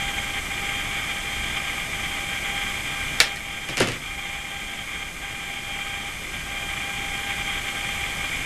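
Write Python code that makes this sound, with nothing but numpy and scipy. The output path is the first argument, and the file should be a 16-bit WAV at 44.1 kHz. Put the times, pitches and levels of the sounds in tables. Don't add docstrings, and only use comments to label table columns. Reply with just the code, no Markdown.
import sys
import numpy as np
from scipy import signal
from scipy.fft import rfft, irfft, next_fast_len
from scipy.io import wavfile
from scipy.ndimage import uniform_filter1d

SR = 44100
rng = np.random.default_rng(int(sys.argv[2]) if len(sys.argv) > 2 else 0)


def transcribe(u):
    v = np.clip(np.atleast_2d(u).T, -1, 1)
    q = np.round(v * 32767).astype(np.int16)
    wavfile.write(sys.argv[1], SR, q)


N = 372644
TIME = np.arange(N) / SR


def from_db(db):
    return 10 ** (np.asarray(db) / 20)


def rms_one(x):
    return x / np.sqrt(np.mean(x ** 2) + 1e-20)


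def at_hz(points, hz, axis=1):
    points = np.array(points)
    log_hz = np.log(np.maximum(hz, 1))
    return np.interp(log_hz, np.log(points[:, 0]), points[:, axis])


def noise(spectrum, size=N):
    padded = next_fast_len(size)
    density_db = at_hz(spectrum, np.fft.rfftfreq(padded, 1 / SR))
    gain = from_db(density_db) * np.sqrt(SR / 2)
    return irfft(rfft(rng.standard_normal(padded)) * gain, padded)[:size]


def drift(rate):
    padded = next_fast_len(N)
    gain = 1 / (1 + (np.fft.rfftfreq(padded, 1 / SR) / rate) ** 2)
    return rms_one(irfft(rfft(rng.standard_normal(padded)) * gain, padded)[:N])


def add(track, s, sound):
    start = round(s * SR)
    track[start:start + len(sound)] += sound[:N - start]


MOTOR_HZ = 798.5
WHINE_DB, RASP_DB = -39.5, -30.5
WAVER_DB, WAVERS_PER_S, RASP_WAVER_SHARE, RASP_DIP_SHARE = 1.2, 9.8, 0.29, 0.18
# multiple of the motor's f, level/dB against WHINE_DB, share of the whine's swings
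WHINE_OVERTONES = [(2, -1.7, 0.47), (3, 4, 0.29), (4, 3, 0.81), (8, -14.5, 0.61), (9, -12, 0.75)]
# t/s, added level/dB
WHINE_SWELL = [(0, 2.5), (.6, 0.5), (1.0, -2), (2.0, -2), (2.6, .5), (4.0, 0), (6.9, 1), (8.45, -2)]
# f/Hz, level/dB (per Hz)
RASP_COLOUR = [(850, -26.5), (1230, -7), (1420, -15), (1580, -8), (1660, -13), (1760, -10.5), (2150, -0.5),
               (2380, -1.5), (2560, -13.5), (2750, -10.5), (3100, -8), (3550, -9.5), (3900, -25.5),
               (4600, -47)]


def motor(wobble_hz, jitter_rad, flutter_db):
    speed_hz = MOTOR_HZ + wobble_hz * drift(7.8)
    phase = 2 * np.pi * np.cumsum(speed_hz) / SR + jitter_rad * drift(45)

    flutter = flutter_db * drift(38)
    waver = WAVER_DB * drift(WAVERS_PER_S)
    dip = dips()
    swing_db = np.interp(TIME, *np.transpose(WHINE_SWELL)) + waver - dip

    whine = from_db(WHINE_DB + swing_db + flutter + 2.0 * drift(31)) * np.sin(phase)
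    for multiple, db, share in WHINE_OVERTONES:
        level = from_db(WHINE_DB + db + share * swing_db + flutter + 2.15 * drift(21))
        whine += level * np.sin(multiple * phase + rng.uniform(0, 2 * np.pi))

    rasp_db = RASP_DB + RASP_WAVER_SHARE * waver - RASP_DIP_SHARE * dip + flutter
    return whine + from_db(rasp_db) * rms_one(noise(RASP_COLOUR))


THROB_HZ = 30
# f/Hz, level/dB (per Hz)
RUMBLE_COLOUR = [(12, -62.5), (30, -56.5), (42, -61), (60, -60), (85, -66), (130, -63), (250, -68),
                 (500, -74.5), (700, -70.5), (1000, -76), (3000, -95.5)]
# f/Hz, level/dB (per Hz)
HISS_COLOUR = [(300, -77), (3000, -88), (4300, -78.5), (4600, -82), (5050, -77.5), (5500, -82),
               (6300, -76.5), (6900, -78.5), (8200, -76.5), (9000, -80.5), (11000, -85), (12300, -82)]
# f/Hz, level/dB (rms), wander of f/Hz (rms)
THIN_TONES = [(1194, -66, 1.8), (7850, -61, 3.5), (10000, -68, 1.5)]


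def background():
    tones = 0
    for hz, db, wander_hz in THIN_TONES:
        phase = 2 * np.pi * np.cumsum(hz + wander_hz * drift(19.0)) / SR
        tones = tones + from_db(db) * np.sqrt(2) * np.sin(phase)

    pulses = np.exp(5 * (np.cos(2 * np.pi * THROB_HZ * TIME) - 1))
    throb = from_db(-34.5) * (pulses - pulses.mean()) * (1 + 0.7 * drift(8.2))
    return noise(RUMBLE_COLOUR) + throb + noise(HISS_COLOUR) + tones


DIP_EDGE_S = 0.015
# t/s, length/s, drop in level/dB
WHINE_DIPS = [(0.394, .11, 18), (1.874, 0.06, 12), (2.394, .04, 10), (2.781, 0.078, 11), (3.048, .13, 6),
              (3.36, .09, 8), (3.878, 0.188, 14), (4.836, 0.07, 13), (5.092, 0.13, 17), (5.607, 0.035, 3),
              (6.088, 0.406, 10.5), (7.603, 0.048, 9), (8.27, .2, 4.5)]


def dips():
    drop_db = 0
    for s, length, depth_db in WHINE_DIPS:
        to_nearer_end = np.minimum(TIME - s, s + length - TIME)
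        drop_db = drop_db + depth_db * np.clip(to_nearer_end / DIP_EDGE_S + 0.5, 0, 1)
    return drop_db


# f/Hz, level/dB against the direct sound before each blow's wet_db, t60/s
ROOM_ECHO = [(130, -8, 0.47), (400, -8.5, 0.29), (1000, -4, 0.25), (2200, -7, 0.23), (4300, -12, 0.23),
             (7500, -15, 0.19), (12000, -16, 0.14)]


def blow(colour, t60, wet_db, build_s):
    t = TIME[:SR * 2 // 5]
    out = 0
    edges = np.geomspace(60, 14000, 19)
    for low, high in zip(edges, edges[1:]):
        hz = np.sqrt(low * high)
        band_pass = signal.butter(2, [low, high], "band", fs=SR, output="sos")
        band = signal.sosfilt(band_pass, rng.standard_normal(len(t)))

        direct = from_db(-60 * t / t60 * np.sqrt(hz / 2000))
        echo_db = wet_db + at_hz(ROOM_ECHO, hz) - 60 * t / at_hz(ROOM_ECHO, hz, axis=2)
        echo = from_db(echo_db) * (1 - np.exp(-t / build_s))
        gain = from_db(at_hz(colour, hz)) * np.sqrt(SR / 2)
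        out = out + gain * band * np.hypot(direct, echo)
    return out


def ring(modes, spread_db):
    t = TIME[:SR // 2]
    out = 0
    for k, (hz, db, t60) in enumerate(modes):
        level_db = db + spread_db * rng.standard_normal() - 60 * t / t60
        out = out + (-1) ** k * from_db(level_db) * np.sin(2 * np.pi * hz * t)
    return out


# t/s, crack level/dB, ring level/dB (gains on the tables below)
JAW_BLOWS = [(3.2021, 2.5, -9), (3.2036, -14, -11), (3.2092, -18, 0.5), (3.3597, -23, -21),
             (3.369, -33, -9.5)]
# f/Hz, level/dB (per Hz)
CRACK_COLOUR = [(130, -63), (300, -51), (600, -46), (1150, -52), (2000, -38), (3100, -41), (4200, -36.5),
                (5600, -42), (8000, -46), (11000, -43.5), (13000, -51)]
# f/Hz, level/dB, t60/s
JAW_MODES = [(1780, -16, .06), (1920, -18, .06), (2260, -10.5, 0.032), (2400, -21, 0.046), (3815, -27, .06),
             (4170, -22, 0.037)]


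def strippers():
    out = np.zeros(N)
    for s, crack_db, ring_db in JAW_BLOWS:
        add(out, s, from_db(crack_db) * blow(CRACK_COLOUR, t60=0.02, wet_db=-1.5, build_s=0.0049))
        add(out, s, from_db(ring_db) * ring(JAW_MODES, spread_db=3.5))
    return out


STEEL_LIFT_DB = 5.5
# t/s, steel click level/dB before the lift, wood level/dB (gains on the tables below)
BENCH_CONTACTS = [(3.6882, -18.5, -19), (3.698, -24, -16), (3.707, -30, -26), (3.7707, -10, -15),
                  (3.7792, -13, -13), (3.786, -20, -16), (3.8005, -13, -14), (3.8045, -5, 5.5),
                  (3.8201, -14.5, -5), (3.8728, -14, -11.5), (3.886, -17.5, -12.5), (3.919, -19, -18)]
# f/Hz, level/dB (per Hz)
CLICK_COLOUR = [(150, -70), (900, -56), (1500, -44.5), (2500, -37), (3600, -46), (5200, -42.5),
                (6500, -45.5), (8500, -45.5), (10500, -56), (12000, -57)]
# f/Hz, level/dB (per Hz)
THUD_COLOUR = [(60, -62), (95, -48), (135, -30), (175, -42), (210, -42), (290, -33.5), (400, -38.5),
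               (560, -36.5), (680, -45), (1000, -52), (1500, -48), (3000, -64), (8000, -85)]
# f/Hz, level/dB, t60/s
BENCH_MODES = [(117, -28, 0.3), (136, -20.5, 0.34), (293, -18, 0.081), (360, -32, 0.21), (423, -29, .11),
               (550, -20, 0.073)]


def bench():
    out = np.zeros(N)
    for s, steel_db, wood_db in BENCH_CONTACTS:
        click = blow(CLICK_COLOUR, t60=0.013, wet_db=-2.5, build_s=0.0037)
        thud = blow(THUD_COLOUR, t60=0.025, wet_db=-3.0, build_s=0.008)
        add(out, s, from_db(steel_db + STEEL_LIFT_DB) * click)
        add(out, s, from_db(wood_db) * thud)
        add(out, s, from_db(wood_db) * ring(BENCH_MODES, spread_db=3.5))
    return out


def scene():
    running_motor = motor(wobble_hz=0.89, jitter_rad=0.1, flutter_db=1.39)
    return (running_motor + background() + strippers() + bench())[None]


def gain_control(x, threshold_db, depth_db, hold_s, release_db_per_s, attack_s):
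    level = np.sqrt(np.abs(uniform_filter1d(x ** 2, size=SR // 250)))
    last_peak = np.maximum.accumulate(np.where(level > from_db(threshold_db), TIME, -np.inf))
    release_s = TIME - last_peak - hold_s
    cut_db = np.clip(depth_db - release_db_per_s * release_s, 0, depth_db)
    pole = np.exp(-1 / (attack_s * SR))
    smooth_cut_db = signal.lfilter([1 - pole], [1, -pole], cut_db)
    return x * from_db(-smooth_cut_db)


def record(dry):
    x = gain_control(dry[0], threshold_db=-12, depth_db=4.0, hold_s=1.52, release_db_per_s=1.64, attack_s=0.015)
    x = np.clip(x, -1, 1)
    low_pass = signal.ellip(12, 0.1, 90, 12600, fs=SR, output="sos")
    return signal.sosfilt(low_pass, x)[None]


dry = scene()
out = record(dry)
transcribe(out)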